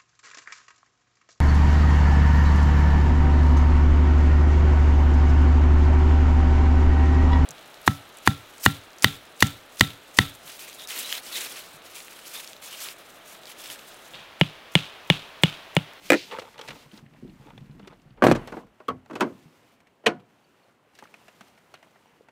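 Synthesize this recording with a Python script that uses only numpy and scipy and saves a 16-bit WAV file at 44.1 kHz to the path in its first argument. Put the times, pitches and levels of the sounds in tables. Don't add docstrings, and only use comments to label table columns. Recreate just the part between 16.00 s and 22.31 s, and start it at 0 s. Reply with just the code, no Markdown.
import sys
import numpy as np
from scipy import signal
from scipy.fft import rfft, irfft
from scipy.io import wavfile

SR = 44100
rng = np.random.default_rng(int(sys.argv[2]) if len(sys.argv) > 2 else 0)


def bounce(signal):
    frames = np.transpose(np.atleast_2d(signal))
    limited = np.clip(frames, -1, 1)
    pcm = np.round(limited * 32767).astype(np.int16)
    wavfile.write(sys.argv[1], SR, pcm)


def gain_from_db(level_db):
    decades = np.asarray(level_db, float) / 20
    return 10 ** decades


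N = 278267
EDGES_HZ = 24 * 2 ** np.arange(0, 9.6, 1 / 2)
CENTRES_HZ = np.sqrt(EDGES_HZ[1:] * EDGES_HZ[:-1])


def rms_one(x):
    return x / np.sqrt(np.mean(x ** 2, axis=-1, keepdims=True) + 1e-20)


def at_hz(points, hz):
    table_hz, value = np.transpose(points)
    return np.interp(np.log(hz), np.log(table_hz), value)


def band_pass(x, low_hz, high_hz):
    return signal.sosfilt(signal.butter(2, [low_hz, high_hz], "band", fs=SR, output="sos"), x)


def drift(rate_hz, count):
    r = np.exp(-2 * np.pi * rate_hz * 64 / SR)
    white = rng.standard_normal((count, N // 64 + 1002))
    slow = signal.lfilter([1], [1, -2 * r, r * r], white)[:, 1000:]
    return np.repeat(rms_one(slow), 64, axis=1)[:, :N]


def noise_bank():
    white = rng.standard_normal((2, N + SR))
    bands = zip(EDGES_HZ, EDGES_HZ[1:])
    return np.array([band_pass(white[k % 2], low, high) for k, (low, high) in enumerate(bands)])


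def crackle(per_s, spread_db, clump_hz):
    sizes = gain_from_db(spread_db * np.minimum(rng.exponential(1, N), 5)) * rng.choice([-1, 1], N)
    chance = per_s * gain_from_db(4 * drift(clump_hz, count=1)[0]) / SR
    return rms_one(sizes * (rng.random(N) < chance))


def strokes(rows, attack_s, release_s):
    t = np.arange(0, N + 16, 16) / SR
    gain = 0
    for s, length_s, db, fall_db in rows:
        corners_s = [s - attack_s, s, s + length_s, s + length_s + release_s]
        corners_db = [db - 24.5, db, db - fall_db, db - fall_db - 34.5]
        gain = gain + gain_from_db(np.interp(t, corners_s, corners_db, -200, -200))
    return np.interp(np.arange(N) / SR, t, gain)


def blows(bank, events, modes, tone, t60s, modes_db, panel_db, crack_db, rise_cycles, contact_s):
    out, t = np.zeros(N + SR), np.arange(SR // 3) / SR
    hz, mode_db, mode_t60 = (c[:, None] for c in np.transpose(modes))
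    signs = (-1) ** np.arange(len(modes))
    band_gain = gain_from_db(at_hz(tone, CENTRES_HZ))
    band_gain = band_gain / np.sqrt(np.sum(band_gain ** 2 * np.diff(EDGES_HZ)) / (SR / 2))
    press = 1 - np.exp(-t / max(contact_s, 1e-4))
    swell = 1 - np.exp(-t * CENTRES_HZ[:, None] / max(rise_cycles, .05))
    sines, band_t60 = np.sin(2 * np.pi * hz * t), at_hz(t60s, CENTRES_HZ)[:, None]
    longest_s = max(band_t60.max(), mode_t60.max())
    luck = rng.standard_normal((len(events), len(modes), 1))
    for (s, peak_db, bass_db, treble_db, length), strength in zip(events, luck):
        tilt = [(250, bass_db), (900, 0.0091), (4000, treble_db)]
        at, length = round(s * SR), np.clip(length, .2, 3)
        n = min(len(t), int(2 * length * longest_s * SR))
        fall = np.log(1000) * t[:n] / length
        dying = np.exp(-fall / band_t60) + gain_from_db(-24.5) * np.exp(-0.31 * fall / band_t60)
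        noise = bank[:, at:at + n]
        panel = (band_gain * gain_from_db(at_hz(tilt, CENTRES_HZ))) @ (swell[:, :n] * dying * noise)
        rings = gain_from_db(mode_db + at_hz(tilt, hz) + 1.1 * strength) * np.exp(-fall / mode_t60) * sines[:, :n]
        crack = gain_from_db(crack_db + treble_db - 60 * t[:n] / 0.0028) * np.sum(noise[-4:], axis=0)
        body = gain_from_db(panel_db) * panel + gain_from_db(modes_db) * (signs @ rings)
        out[at:at + n] += gain_from_db(peak_db) * (press[:n] * body + crack)
    low_cut = signal.butter(2, tone[1][0] * 1.3, "high", fs=SR, output="sos")
    return signal.sosfilt(low_cut, out[:N] + 1e-12)


# (frequency [Hz], density [dB/Hz])
AIR_TONE = [(22, -25), (103, 2.5), (266, 5), (980, 0), (2670, -8), (4360, -27.5), (14000, -29.5),
            (16500, -46.5)]
# (time [s], length [s], level [dB], fall [dB])
SLAM_WASH = [
    (2.4, 0.17, -50, 16),
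]
AIR_DB, AIR_FOLLOWS = -64.5, .35


def far_air(bank, rustle):
    gains = gain_from_db(at_hz(AIR_TONE, CENTRES_HZ)[:, None] + 1.4 * drift(8, count=len(bank)))
    air = np.sum(gains * bank[:, SR:], axis=0)
    level = gain_from_db(AIR_DB) * (rustle / gain_from_db(-78.5)) ** AIR_FOLLOWS
    level = level + strokes(SLAM_WASH, attack_s=.1, release_s=0.046)
    return level * air / np.std(band_pass(air, 280, 3500))


# (time [s], frequency [Hz], level [dB])
CHIRPS = [
    (4.44, 4690, -66.5),
    (4.631, 4500, -69),
    (6.073, 6000, -69.5),
]
CHIRP_S = 0.015


def bird():
    out, t = np.zeros(N), np.arange(N) / SR
    for s, hz, db in CHIRPS:
        shape = np.exp(-((t - s - CHIRP_S / 2) / (0.43 * CHIRP_S)) ** 2)
        out += gain_from_db(db) * shape * np.sin(2 * np.pi * hz * (t - s) * (1 - 2.5 * (t - s)))
    return out


# (time [s], rumble level [dB])
GRIP = [(0, -65), (.3, -80), (.62, -81), (.7, -68), (.89, -76), (1.0, -68), (1.75, -56.5), (2.15, -65.5),
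        (2.28, -46), (2.42, -62), (2.75, -73.5)]
BOOM_DB, BOOM_FOLLOWS = -56, 0.55


def hand_held():
    grip_s, grip_db = np.transpose(GRIP)
    t = np.arange(N) / SR
    rumble_db = np.interp(t, grip_s, grip_db)
    boom_db = BOOM_DB + BOOM_FOLLOWS * (rumble_db + 59.5)
    lumps = gain_from_db(4 * drift(15, count=2))
    rumble = rms_one(lumps[0] * band_pass(rng.standard_normal(N), 27, 59))
    boom = rms_one(lumps[1] * band_pass(band_pass(rng.standard_normal(N), 53, 280), 110, 320))
    return (gain_from_db(rumble_db) * rumble + gain_from_db(boom_db) * boom) * (t < grip_s[-1])


# (time [s], length [s], level [dB], fall [dB])
CLOTH = [(.06, 0.48, -50.5, 15.5), (.66, 0.18, -58, 5.5), (.94, 0.038, -63.5, -0.5), (1.1, 0.39, -80.5, -8),
         (1.55, 0.54, -77.5, 12), (2.3, 0.3, -76, -7.5), (2.8, 0.15, -84.5, 7.5), (3.15, 0.59, -68.5, 8.5),
         (4.3, 0.39, -85.5, -4.5), (4.96, 0.52, -73.5, -4), (5.5, 0.3, -75.5, 3), (5.85, 0.37, -76.5, 7)]
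STILL_DB = -81.5


def jacket_motion():
    return gain_from_db(STILL_DB) + strokes(CLOTH, attack_s=0.1, release_s=0.094)


# (frequency [Hz], level [dB])
CLOTH_TONE = [(700, -25.5), (2000, -1), (3000, 0), (5000, -4), (8000, -7.5), (12000, -12.5), (15500, -10),
              (16500, -30)]
# (time [s], length [s], level [dB], fall [dB])
SWISH = [
    (.17, 0.14, -38, 17.5),
    (.77, .06, -58, 1),
    (.955, .02, -62, 0),
]


def cloth(rustle):
    rubbing = rfft(crackle(2500, spread_db=3.0, clump_hz=25.02) + 1.1 * rng.standard_normal(N))
    rubbing = irfft(rubbing * gain_from_db(at_hz(CLOTH_TONE, np.arange(len(rubbing)) * SR / N + 1)), N)
    rubbing = rustle * rubbing / np.std(band_pass(rubbing, 4400, 15000))
    uneven = rng.standard_normal(N) * gain_from_db(0.95 * drift(60, count=1)[0])
    swish = rms_one(band_pass(band_pass(uneven, 2100, 4800), 1600, 8000))
    return rubbing + strokes(SWISH, attack_s=0.095, release_s=0.069) * swish


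# (time [s], length [s], level [dB], fall [dB])
GRATE = [
    (.325, 0.046, -37.5, 1),
    (.39, 0.087, -58, -10.5),
    (.58, 0.19, -42, 10),
    (.95, .02, -54, 5),
    (1.42, 0.091, -57.5, -5),
    (1.84, 0.075, -50, 5),
]
# (frequency [Hz], width [Hz], level [dB])
TRIM_MODES = [(480, 127, 1.5), (900, 110, 2.5), (1284, 330, -2.5), (2110, 1050, -9.5), (3300, 410, -11)]


def grate():
    slips = crackle(700, spread_db=4.0, clump_hz=47.7) + 1e-18
    rings = sum(gain_from_db(db) * band_pass(slips, hz - width / 2, hz + width / 2) for hz, width, db in TRIM_MODES)
    return gain_from_db(-4.0) * strokes(GRATE, attack_s=0.054, release_s=0.088) * rms_one(rings)


# (time [s], peak level [dB], frequency [Hz])
THUMPS = [(.69, -39, 146), (0.933, -37, 209), (.86, -47.5, 140), (1.027, -41.5, 150), (1.062, -43, 141),
          (1.145, -49, 150), (1.335, -46, 180), (1.485, -47, 130), (1.75, -44.5, 200), (1.795, -42.5, 200),
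          (1.83, -42, 200), (1.226, -31.5, 242), (1.249, -30.5, 246), (1.283, -35.5, 219),
          (1.398, -41, 137), (1.46, -39, 293), (1.575, -41.5, 130), (1.614, -37.5, 138), (1.696, -36, 143),
          (1.873, -35, 382), (2.06, -43.5, 144.5), (2.108, -44, 129), (3.457, -41, 159)]
THUMP_CYCLES = 19


def thumps():
    out, t = np.zeros(N + SR), np.arange(SR // 3) / SR
    for s, peak_db, hz in THUMPS:
        shape = gain_from_db(peak_db + 0.5 - 60 * t * hz / THUMP_CYCLES) * (1 - np.exp(-t / 0.0018))
        pair = np.sin(2 * np.pi * hz * t) + 0.5 * np.sin(2 * np.pi * 1.45 * hz * t)
        out[round(s * SR):][:len(t)] += shape * pair
    return out[:N]


# (time [s], peak level [dB], centre frequency [Hz], t60 [s])
TICKS = [(.312, -35, 2800, .03), (.324, -34, 1000, .04), (.333, -36, 1500, .04), (.341, -32, 1200, .05),
         (0.349, -37, 900, .05), (.372, -36, 1300, .04), (.437, -42, 700, .05), (.478, -44, 900, 0.045),
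         (.541, -45, 1500, .03), (.636, -41, 1500, .05), (.765, -44, 700, .03), (.859, -42, 700, .03),
         (.915, -43, 2500, .02), (.939, -50, 4000, .03), (.975, -41, 4000, .03), (.99, -50, 1200, 0.035),
         (1.062, -49.5, 2200, 0.034), (1.136, -48, 2500, 0.023), (1.147, -50, 600, 0.046),
         (1.163, -52, 1800, .03), (1.277, -52, 3300, .015), (1.296, -52, 2800, .04), (1.405, -49, 700, .04),
         (1.46, -50, 1000, .04), (1.483, -47, 900, .04), (1.505, -50, 900, .03), (1.517, -49, 900, .03),
         (1.607, -54, 3500, .015), (1.658, -53, 3000, .02), (1.696, -52, 1200, .03),
         (1.712, -53, 3500, .02), (1.794, -48, 3300, .02), (1.829, -48, 2500, .025),
         (1.848, -49, 2000, .025), (1.899, -49, 1200, .03), (1.932, -53, 3000, .03),
         (1.997, -53, 2500, 0.021), (2.018, -54.5, 5000, .02), (2.078, -55, 1500, .02),
         (2.105, -55, 3000, .03), (2.173, -52, 2500, .02), (2.183, -52, 1500, .03), (2.21, -45, 1000, .06)]
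CHATTER = [(2.229, -16, 1500, 0.036), (2.243, -35.5, 12000, .04), (2.248, -36, 12950, 0.028),
           (2.257, -36, 7020, .015), (2.262, -38, 9990, .02), (2.272, -34.5, 6536, .05),
           (2.281, -43.5, 11040, 0.054), (2.299, -38.5, 8030, .02), (2.306, -42, 11000, .02),
           (2.318, -30, 6500, 0.027), (2.319, -41, 11900, 0.027), (2.361, -41, 6000, 0.034),
           (2.376, -55, 8000, .02)]
CLICKS = [(4.195, -56, 2500, 0.033), (4.385, -59.5, 2500, .04), (4.949, -54, 6030, .015),
          (4.977, -50.5, 3500, .02), (5.025, -50, 8000, .015), (5.038, -48.5, 2500, .02),
          (5.054, -43.5, 1200, 0.032), (5.072, -49.5, 2000, .04), (5.096, -60, 11000, .015),
          (5.216, -52, 900, .03), (5.243, -59, 11000, .015), (5.296, -51, 700, .03),
          (5.355, -59, 8000, .015), (5.449, -59, 7000, .015), (5.483, -62, 13000, .015),
          (5.585, -59, 8000, .02), (5.69, -63, 12000, .015), (5.751, -45.5, 2500, 0.053),
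          (5.775, -55, 2500, .02), (5.847, -59, 9000, .015), (5.87, -51.5, 700, 0.033)]
TICK_OCTAVES = .55


def ticks(bank):
    out, t = np.zeros(N + SR), np.arange(SR // 10) / SR
    for s, peak_db, hz, t60 in TICKS + CHATTER + CLICKS:
        at = round(s * SR)
        weights = np.exp(-(np.log2(CENTRES_HZ / hz) / TICK_OCTAVES) ** 2)
        puff = rms_one(weights @ bank[:, at + SR // 2:][:, :len(t)])
        shape = gain_from_db(peak_db - 3 - 60 * t / max(t60, .005)) * (1 - np.exp(-t / 0.00062))
        out[at:at + len(t)] += shape * puff
    return out[:N]


# (time [s], peak level [dB], treble [dB])
TAPS = [(3.803, -46, -2.5), (3.87, -47, -3), (4.2, -46, -5), (4.952, -49.5, 9), (4.988, -35, 2),
        (5.024, -23, -37.5), (5.037, -46, 6.5), (5.14, -31, -9), (5.281, -31, -8.5), (5.408, -30.5, -5.2),
        (5.576, -37.5, -11), (5.74, -26, -10), (5.827, -36.5, -7.5), (5.958, -35, -21), (6.285, -34, -15)]
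# (frequency [Hz], level [dB], t60 [s])
BAY_MODES = [(663, -5, 0.049), (882, 0.5, 0.035)]
# (frequency [Hz], density [dB/Hz])
TAP_TONE = [(59, -30), (100, -30.5), (2170, 0.5), (3540, -10), (4030, -8.5), (15100, -25.5), (16500, -40)]
# (frequency [Hz], t60 [s])
SMALL_T60 = [(100, 0.081), (400, 0.079), (1500, 0.068), (5000, 0.062), (15000, 0.054)]
TAP_BASS_DB, TAP_RING = 13.5, 0.69


def finger_taps(bank):
    events = [(s, db, TAP_BASS_DB, treble_db, TAP_RING) for s, db, treble_db in TAPS]
    return blows(bank, events, BAY_MODES, TAP_TONE, SMALL_T60, modes_db=-15.5, panel_db=-8.5,
                 crack_db=-34, rise_cycles=0.43, contact_s=0.00049)


# (time [s], peak level [dB], treble [dB], ring length [factor])
SHUFFLE = [(0.314, -34, -1, 3.3), (0.385, -14.5, -9.5, 0.37), (0.393, -42, 22, 0.47),
           (0.417, -29, -6, 0.75), (0.542, -42, 6, 0.42), (0.578, -31, 3, 0.41), (0.59, -23.5, -2, 0.51),
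           (0.612, -24, 6, 0.33), (0.676, -34.5, 9, 0.77), (0.684, -25.5, 2.5, 0.56),
           (0.704, -26, -1, 0.65), (0.762, -37, -10, 0.41), (0.975, -37, 0, 0.53), (1.577, -26.5, -7, 0.31),
           (1.795, -27.5, -15, 0.35), (1.873, -29.5, 2, 0.46), (1.922, -30.5, -22, 0.6),
           (2.172, -40.5, -26, 4.9)]
# (frequency [Hz], level [dB], t60 [s])
CAB_MODES = [(450.3, 1.1, 0.052), (846, -1.5, 0.042)]
# (frequency [Hz], density [dB/Hz])
SHUFFLE_TONE = [(35, -28), (60, -5.5), (464, -4), (659, -5), (3040, -7.5), (13000, -36.5), (16500, -47)]
SHUFFLE_BASS_DB = 1.5


def shuffle(bank):
    events = [(s, db, SHUFFLE_BASS_DB, treble_db, length) for s, db, treble_db, length in SHUFFLE]
    return blows(bank, events, CAB_MODES, SHUFFLE_TONE, SMALL_T60, modes_db=-13.5, panel_db=-3.5,
                 crack_db=-23.0, rise_cycles=2.6, contact_s=0.0032)


# (time [s], peak level [dB], treble [dB], ring length [factor])
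RATTLE = [
    (2.474, -30.5, 14, 1.2),
    (2.522, -23, -0.5, 0.96),
    (2.538, -30.5, -39, 1.7),
    (2.568, -25.5, -7, 1.55),
    (2.632, -42.5, -10, 0.66),
    (2.668, -52, 11, 0.77),
]
# (frequency [Hz], density [dB/Hz])
RATTLE_TONE = [(35, -40), (60, -30), (234, 3), (573, -3), (1010, -2), (1130, -5.5), (13700, -49.5),
               (16500, -53.5)]


def rattle(bank):
    events = [(s, db, SHUFFLE_BASS_DB, treble_db, length) for s, db, treble_db, length in RATTLE]
    return blows(bank, events, CAB_MODES, RATTLE_TONE, SMALL_T60, modes_db=-17.0, panel_db=-7.0,
                 crack_db=-23.0, rise_cycles=1.0, contact_s=0.00046)


# (time [s], peak level [dB], frequency [Hz], t60 [s])
KNOCKS = [(.1035, -5, 560, 0.014), (0.1203, -8.5, 560, 0.019), (.1026, -24, 14400, .012),
          (.1195, -35, 14400, .01), (4.062, -19, 2490, .06), (4.064, -21, 458, 0.094),
          (4.074, -30, 340, .15), (.1026, -14, 2400, .012), (.1198, -16, 1800, .014),
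          (.132, -19, 1900, .016), (.1405, -21, 1900, .016), (.147, -26, 1900, .016), (.324, -39, 890, .03),
          (.341, -37, 885, .04), (.3405, -38, 2000, .02), (.35, -40, 890, .04), (.332, -37, 480, .05),
          (.312, -40, 2790, .015), (.387, -33, 1250, .02), (2.2225, -12, 1600, .02),
          (2.2465, -8, 520, .015), (2.883, -38, 3300, .015), (3.212, -24, 360, .25), (3.208, -23, 950, .06),
          (3.156, -38, 2600, .04), (5.41, -46, 200, .05), (5.742, -46, 4300, .02), (1.228, -40, 140, .12),
          (4.062, -22.5, 1900, .06), (4.062, -22.5, 2980, 0.052), (2.2385, 6, 450, 0.0033),
          (2.2671, 14, 480, 0.0026), (2.3139, -5.5, 508, 0.015), (2.355, -16.5, 330, 0.018),
          (5.142, -42, 2490, 0.018), (6.058, -49.5, 910, 0.017), (6.208, -43, 460, 0.02),
          (0.387, -27.5, 515, 0.033), (1.578, -45.5, 3460, 0.018)]


def knocks():
    out, t = np.zeros(N + SR), np.arange(SR // 10) / SR
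    for s, peak_db, hz, t60 in KNOCKS:
        shape = gain_from_db(peak_db + 4.5 - 60 * t / max(t60, .004)) * (1 - np.exp(-t * hz * 4))
        out[round(s * SR):][:len(t)] += shape * np.sin(2 * np.pi * hz * t)
    return band_pass(out[:N], 140, 16000)


# (time [s], peak level [dB], bass [dB], treble [dB], ring length [factor])
CATCH = [
    (2.8825, -21, 11.5, 9.5, 0.32),
    (2.8851, -18.5, 8.5, 8, 1),
    (2.900, -17, -8.5, -19, 0.7),
]
# (frequency [Hz], level [dB], t60 [s])
CATCH_MODES = [(256.3, -15, 0.3), (472, -3.5, 0.084), (1006, -11, 0.082), (1117.6, 3.5, 0.11),
               (1270, 8, 0.032), (3227, -12.5, 0.037)]
# (frequency [Hz], density [dB/Hz])
CATCH_TONE = [(35, -45.5), (60, -7.5), (796, -1), (1160, -4.5), (1850, -6.5), (12400, -39.5), (16500, -57)]
# (frequency [Hz], t60 [s])
SHEET_T60 = [(100, 0.42), (300, 0.2), (1000, 0.12), (3000, 0.06), (8000, 0.049), (15000, 0.027)]


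def safety_catch(bank):
    return blows(bank, CATCH, CATCH_MODES, CATCH_TONE, SHEET_T60, modes_db=-7.5, panel_db=-16.5,
                 crack_db=-21.5, rise_cycles=1.7, contact_s=0.0013)


# (time [s], peak level [dB], bass [dB], treble [dB], ring length [factor])
PROP = [
    (4.038, -34, 7, -13, 1),
    (4.060, -16, -6, 7, 0.91),
    (4.064, -5.5, 0.5, 7.5, 0.88),
    (4.068, -17, 3, 9.5, 0.29),
    (4.074, -25, 4.5, -23.5, 0.31),
]
# (frequency [Hz], level [dB], t60 [s])
PROP_MODES = [(463, -9, 0.1), (537, -10, 0.11), (613, 0, 0.12), (717, -8.5, 0.33), (970, -7, 0.19),
              (1029, -5, 0.092), (1450, -8, 0.19), (1735, -12.5, 0.17), (2200, -8.5, 0.08)]
# (frequency [Hz], density [dB/Hz])
PROP_TONE = [(35, -55), (110, -12), (432, -2), (1540, -8), (2460, -7.5), (8150, -31), (14300, -51.5),
             (16500, -70)]


def prop_rod(bank):
    return blows(bank, PROP, PROP_MODES, PROP_TONE, SHEET_T60, modes_db=-17.5, panel_db=-10.5,
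                 crack_db=-31, rise_cycles=1.53, contact_s=0.0015)


# (time [s], peak level [dB], bass [dB], treble [dB], ring length [factor])
BONNET = [
    (2.801, -31, -10, -10, 0.69),
    (3.06, -35, -25.5, 5, 0.25),
    (3.098, -30.5, -2.5, -7.5, 0.98),
    (3.109, -30.5, 6.5, 2, 0.52),
    (3.131, -32.5, 9, 4.5, 0.76),
    (3.154, -24.5, -2, 8, 1),
    (3.199, -28, 5, 0.5, 1),
    (3.207, -6, -28, 3, 0.82),
    (3.218, -20.5, 11.5, 3, 1),
]
# (frequency [Hz], level [dB], t60 [s])
BONNET_MODES = [(234, -1, .2), (276.4, -11, 0.45), (381.7, 4, 0.17), (455, -18, 0.12), (619, 2, 0.17),
                (1010, -3, 0.056), (1180, -12, 0.11), (1494, 0.5, 0.052), (2610, -5.5, 0.059)]
# (frequency [Hz], density [dB/Hz])
BONNET_TONE = [(35, -57.5), (60, -28), (375, 6), (629, -9), (938, -2), (7780, -30), (16500, -54)]


def bonnet(bank):
    return blows(bank, BONNET, BONNET_MODES, BONNET_TONE, SHEET_T60, modes_db=-16.5, panel_db=-8.5,
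                 crack_db=-25.5, rise_cycles=0.94, contact_s=0.00091)


# (time [s], peak level [dB], bass [dB], treble [dB])
LEVER = [
    (0.1024, -3.5, 2.5, 8),
    (0.1193, -1.5, 0, 0),
    (0.1315, -6.5, -4, 2.5),
    (.140, -12, 3.5, -2.5),
    (0.1465, -18.5, 7.5, 1),
]
# (frequency [Hz], level [dB], t60 [s])
LEVER_MODES = [(294, -6.5, 0.11), (351.3, -7, 0.12), (576, -6, 0.06), (515, -8, 0.12), (1272, -8.5, 0.041),
               (1674, -5, 0.028), (2000, -6, 0.039), (2433, -2.5, 0.03), (7715, -9.5, 0.01)]
# (frequency [Hz], density [dB/Hz])
LEVER_TONE = [(35, -66), (110, -29.5), (290, -2.5), (573, -5.5), (1010, -20), (1690, -12), (7600, -32),
              (16500, -47.5)]
# (frequency [Hz], t60 [s])
PLASTIC_T60 = [(100, 0.098), (400, 0.057), (1500, 0.052), (5000, 0.03), (15000, 0.042)]


def release_lever(bank):
    return blows(bank, [(*blow, 1) for blow in LEVER], LEVER_MODES, LEVER_TONE, PLASTIC_T60, modes_db=-8.5,
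                 panel_db=-12.5, crack_db=-22.5, rise_cycles=0.82, contact_s=0.00012)


# (time [s], peak level [dB], bass [dB], treble [dB], ring length [factor])
DOOR = [(2.222, 1, -8, -9, 1.36), (2.227, -11, -4, -14, 4), (2.239, 0.5, -7.5, 3.5, 0.59),
        (2.247, -8.5, -1, -5, 2.8), (2.2668, -2.5, -15.5, 10.5, 0.52), (2.283, -8, 3, -5, 1.5),
        (2.298, -16.5, -9, 4, 1.26), (2.3133, -2, 0.5, 5.5, 0.48), (2.321, -8.5, -1, 3.5, 0.64),
        (2.35, -26.5, -2, 16.5, 1.14), (2.354, -20, 1, -9, 2.05), (2.361, -32, -6, 11, 0.5)]
# (frequency [Hz], level [dB], t60 [s])
DOOR_MODES = [(130, -15, 0.21), (239, -8, 0.03), (325, -4.5, 0.078), (554, 0.5, 0.011), (1140, -8, 0.028),
              (1666, -3.5, 0.012), (2500, -15.5, 0.023)]
# (frequency [Hz], density [dB/Hz])
DOOR_TONE = [(18, -18), (30, -8), (70, -22), (171, 6.5), (480, -3), (6050, -31), (13400, -40.5),
             (16500, -61.5)]
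# (frequency [Hz], t60 [s])
DOOR_T60 = [(40, 0.33), (150, 0.084), (500, 0.092), (2000, 0.081), (8000, 0.044), (15000, 0.018)]


def door_slam(bank):
    return blows(bank, DOOR, DOOR_MODES, DOOR_TONE, DOOR_T60, modes_db=-4.0, panel_db=-12,
                 crack_db=-34.0, rise_cycles=.6, contact_s=0.00041)


def scene():
    bank = noise_bank()
    rustle = jacket_motion()
    background = far_air(bank, rustle) + bird() + hand_held()
    person = cloth(rustle) + grate() + thumps() + ticks(bank) + finger_taps(bank) + shuffle(bank)
    van = rattle(bank) + knocks() + safety_catch(bank) + prop_rod(bank) + bonnet(bank)
    van += release_lever(bank) + door_slam(bank)
    return (background + person + van)[None]


def band_limit(x):
    return signal.sosfilt(signal.butter(12, 16840, fs=SR, output="sos"), x)


def record(dry):
    limit = .84
    flattened = dry / (1 + np.abs(dry / limit) ** 6) ** (1 / 6)
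    top_cut = signal.cheby2(10, 40, 16200, fs=SR, output="sos")
    return band_limit(signal.sosfilt(top_cut, flattened))


dry = scene()
out = record(dry)
bounce(out)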